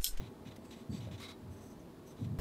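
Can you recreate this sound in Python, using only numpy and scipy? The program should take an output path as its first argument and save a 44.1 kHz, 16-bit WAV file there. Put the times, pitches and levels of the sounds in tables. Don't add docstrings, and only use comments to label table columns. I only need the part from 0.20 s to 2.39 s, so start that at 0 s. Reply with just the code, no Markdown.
import sys
import numpy as np
from scipy import signal
from scipy.fft import rfft, irfft
from scipy.io import wavfile
from scipy.ndimage import uniform_filter1d

SR = 44100
rng = np.random.default_rng(int(sys.argv[2]) if len(sys.argv) > 2 else 0)


def bounce(signal):
    frames = np.transpose(np.atleast_2d(signal))
    limited = np.clip(frames, -1, 1)
    pcm = np.round(limited * 32767).astype(np.int16)
    wavfile.write(sys.argv[1], SR, pcm)


N = 96490

# (t/s, length/s, level/dB, brightness/dB per octave)
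SLIDES = [(0.0, 0.076, -60, 0), (.254, 0.011, -61.5, 1.5), (.27, 0.018, -61, 2.5), (0.311, .01, -60.5, 1),
          (.507, 0.0067, -56.5, 4.5), (.524, 0.018, -59, 2.5), (0.561, 0.062, -65.5, 1),
          (.724, 0.058, -59, 4.5), (0.802, 0.053, -60.5, 3), (.868, 0.02, -65, -0.5),
          (.912, 0.041, -58, 2.5), (0.978, 0.022, -60, 3.5), (1.31, 0.15, -70, -1.5),
          (1.867, 0.062, -71, 4), (1.967, 0.07, -68, 5), (2.043, 0.004, -60, 3.5)]
# (f/Hz, level/dB)
SLIDE_HISS = [(600, 10), (1300, 3), (2400, -3), (3600, -9.5), (4800, -7.5), (7500, -11), (9500, -22),
              (12500, -19), (15500, -28)]
# (f/Hz, width/Hz, level/dB)
DISH_RINGS = [(1990, 230, -3), (2470, 260, -1.5), (2950, 130, -0.5), (3430, 360, -1.5), (3975, 270, 0),
              (5970, 120, -8.5)]
def powder_slides():
    hiss = coloured(grains(), SLIDE_HISS)
    dish = from_db(-1) * rms_one(ringing(grains(), DISH_RINGS))
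    return bursts(SLIDES, hiss + dish, attack=.006, release=.014)


# (t/s, length/s, level/dB, brightness/dB per octave)
LANDINGS = [(.998, 0.044, -52, -2), (1.028, 0.039, -52, 0), (1.082, 0.035, -50.5, -.5)]
# (f/Hz, level/dB)
MESH_HISS = [(600, -6), (1200, 0), (1700, -5), (2200, 1), (2800, -4.5), (3800, 2.5), (5500, -4),
             (8000, -10), (12000, -15), (15500, -23)]
# (f/Hz, width/Hz, level/dB)
SIEVE_RINGS = [(1140, 70, -4), (1403, 60, -7), (2055, 70, -3), (2160, 90, 0), (2498, 50, -3),
               (3060, 90, -7), (3341, 35, 1), (3534, 60, -1), (3843, 45, 5), (3900, 50, 4), (4032, 50, -1),
               (4460, 45, -7)]
def powder_lands():
    hiss = bursts(LANDINGS, coloured(grains(), MESH_HISS), attack=.008, release=.012)
    strikes = bursts(LANDINGS, coloured(grains(), MESH_HISS), attack=.008, release=.012)
    return (hiss + from_db(8) * ringing(strikes, SIEVE_RINGS)) / 2


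# (t/s, length/s, level/dB)
SPRAYS = [(0.36, 0.0069, -59), (.449, .009, -62.5), (0.999, 0.031, -58.5)]
# (f/Hz, level/dB)
SPRAY_HISS = [(1000, -4), (2200, 1), (6000, -4.5), (9000, -6.5), (12500, -8.5), (15500, -17)]
def powder_sprays():
    loudness = sum(from_db(db) * envelope(start, length, attack=.004, release=.0045)
                   for start, length, db in SPRAYS)
    return loudness * coloured(grains(), SPRAY_HISS)


# (t/s, level/dB, brightness/dB per octave, extra boom level/dB)
KNOCKS = [(-.01, -41, -1.5, -5.5), (0.238, -49.5, -6, 0.5), (0.374, -60.5, 3.5, 3), (.688, -36, 0.5, -3.5),
          (0.729, -45, 4, -2), (0.783, -44.5, -1, -7), (0.82, -42.5, 3, -13), (0.862, -44, -0.5, -6.5),
          (.906, -43, -6, -7), (1.215, -43, -4.5, -6), (1.27, -45, -19, -5), (1.698, -76, -6, -5),
          (1.992, -33.5, 1, -5), (2.033, -42, 0.5, -3), (2.097, -40, -1, 0), (2.13, -52, -3, -8)]
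# (f/Hz, level/dB, time to fade by 60 dB/s)
TABLE_NOTES = [(91, -8, .7), (114.7, 0, .33), (142, -4, .16), (166, -6, .18), (230, -9, .17),
               (266, -14, .15)]
# (f/Hz, level/dB)
ROOM_BOOM = [(70, 0), (110, 7), (160, -3), (240, -4.5), (320, -16), (500, -24.5), (1000, -47)]
def table_knocks():
    push_s, boom_rise_s = .0038, .011
    main_hz = TABLE_NOTES[1][0]
    boom_spectrum = rfft(coloured(white(), ROOM_BOOM))
    out = 0
    for start, db, brightness, boom_db in KNOCKS:
        t = np.maximum(np.arange(N) / SR - start, 0)
        push = from_db(db - 1) * (1 - np.exp(-t / push_s))
        for hz, note_db, fade_s in TABLE_NOTES:
            fading_db = note_db + brightness * np.log2(hz / main_hz) - 60 * t / fade_s
            out += push * from_db(fading_db) * np.sin(2 * np.pi * hz * t)
        boom = evened(tilted(boom_spectrum, brightness), samples=1500)
        swell = envelope(start + boom_rise_s / 2, length=.023, attack=boom_rise_s, release=.044)
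        out += from_db(db + boom_db) * swell * boom
    return signal.sosfilt(signal.butter(4, [82, 830], "band", fs=SR, output="sos"), out)


# (t/s, length/s, level/dB, pitch/ratio, boost of all but the lowest ring/dB)
SWISHES = [(1.305, .04, -70.5, 1, 4), (1.36, 0.048, -74, 1, 0), (1.41, 0.078, -67.5, 0.99, 0),
           (1.498, 0.024, -68, 1, -2), (1.592, 0.018, -72, 1, -14), (1.865, 0.051, -67, 0.99, -2),
           (1.982, .065, -76.5, 0.96, 7)]
# (f/Hz, width/Hz, level/dB)
CLOTH_RINGS = [(6200, 340, 0), (8050, 440, -4), (10400, 350, -12), (11600, 450, -11), (13050, 450, -13)]
def sleeve_swishes():
    rubbing = signal.sosfilt(signal.butter(2, 4500, "high", fs=SR, output="sos"), white())
    out = 0
    for start, length, db, pitch, boost_db in SWISHES:
        swish = sum(from_db(ring_db + boost_db * (k > 0)) * resonate(rubbing, hz * pitch, width)
                    for k, (hz, width, ring_db) in enumerate(CLOTH_RINGS))
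        out += from_db(db) * envelope(start, length, attack=.016, release=.016) * rms_one(swish)
    flutter_db = 1.5 * drift(rate_hz=25)
    return out * from_db(flutter_db)


# (t/s, length/s, level/dB, brightness/dB per octave)
SQUEAKS = [(.435, 0.18, -73, 13), (.708, 0.082, -62.5, 2.5)]
# (f/Hz, width/Hz, level/dB)
SQUEAK_PITCHES = [(4575, 120, 0), (6400, 900, -9), (7880, 480, -4.5), (11580, 350, -16)]
def finger_squeaks():
    squeak = sum(from_db(db) * pitched_noise(hz, width) for hz, width, db in SQUEAK_PITCHES)
    return bursts(SQUEAKS, squeak, attack=.03, release=.01)


def finger_bump():
    loudness = from_db(-52) * envelope(start=.871, length=.008, attack=.002, release=.024)
    return loudness * pitched_noise(hz=535, width_hz=170)


# (f/Hz, level/dB)
HUM_TONES = [(231, -62), (384, -66), (489, -72.5), (618, -72), (655, -72.5), (857, -74), (981, -79),
             (1101, -80), (1160, -102.5), (1830, -85)]
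def appliance_hum():
    wander_hz, flutter_db = 2.48, 2.5
    hum = 0
    for hz, db in HUM_TONES:
        loudness = from_db(db + flutter_db * drift(rate_hz=4.2))
        cycles = np.cumsum(hz + wander_hz * drift(rate_hz=6.3)) / SR + rng.random()
        hum += loudness * np.sin(2 * np.pi * cycles)
    return np.sqrt(2) * hum


# (f/Hz, level/dB)
MURMUR = [(25, -15.5), (55, -4), (100, -2.5), (170, -0.5), (240, 1.5), (380, -3.5), (560, -12), (1000, -16),
          (1500, -23), (2600, -29), (4000, -29), (6000, -35), (9000, -36), (13000, -37), (15500, -39.5)]
def room_murmur():
    return from_db(-53) * coloured(white(), MURMUR)


def from_db(db):
    return 10 ** (np.asarray(db) / 20)


def rms_one(x):
    return x / np.sqrt(np.mean(x ** 2) + 1e-20)


def evened(x, samples):
    return x / np.sqrt(uniform_filter1d(x ** 2, size=samples) + 1e-6)


def white():
    return rng.standard_normal(N)


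def grains(per_second=9000):
    size_db = np.minimum(rng.exponential(1, N), 4)
    hits = from_db(size_db) * rng.choice([-1, 1], N)
    return hits * (rng.random(N) < per_second / SR)


def frequencies():
    return np.maximum(np.arange(N // 2 + 1) * SR / N, 1)


def coloured(x, points):
    hz, db = np.transpose(points)
    gain = from_db(np.interp(np.log(frequencies()), np.log(hz), db))
    low_fade = np.minimum(frequencies() / hz[0], 1) ** 2
    return rms_one(irfft(rfft(x) * gain * low_fade, N))


def tilted(spectrum, db_per_octave):
    octaves = np.log2(np.clip(frequencies(), 82, 9000))
    return rms_one(irfft(spectrum * from_db(db_per_octave * octaves), N))


def resonate(x, hz, width_hz):
    r = np.exp(-np.pi * width_hz / SR)
    feedback = [1, -2 * r * np.cos(2 * np.pi * hz / SR), r * r]
    return signal.lfilter(np.array([1, 0, -1]) * (1 - r * r) / 2, feedback, x)


def ringing(x, rings):
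    return sum(from_db(db) * resonate(x, hz, width) * (-1) ** k
               for k, (hz, width, db) in enumerate(rings))


def pitched_noise(hz, width_hz):
    band = resonate(resonate(white(), hz, width_hz), hz, 2 * width_hz)
    return evened(rms_one(band), samples=700)


def envelope(start, length, attack, release):
    t = np.arange(N) / SR - start
    return np.clip(t / attack + .5, 0, 1) * np.exp(-np.maximum(t - length, 0) / release)


def bursts(rows, sound, attack, release):
    spectrum = rfft(sound)
    return sum(from_db(db) * envelope(start, length, attack, release) * tilted(spectrum, brightness)
               for start, length, db, brightness in rows)


def drift(rate_hz):
    return rms_one(irfft(rfft(white()) / (1 + (frequencies() / rate_hz) ** 2), N))


def scene():
    powder = powder_slides() + powder_lands() + powder_sprays()
    handling = table_knocks() + sleeve_swishes() + finger_squeaks() + finger_bump()
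    return (powder + handling + appliance_hum() + room_murmur())[None]


def record(dry):
    return signal.sosfilt(signal.ellip(12, .1, 70, 15700, fs=SR, output="sos"), dry)


dry = scene()
out = record(dry)
bounce(out)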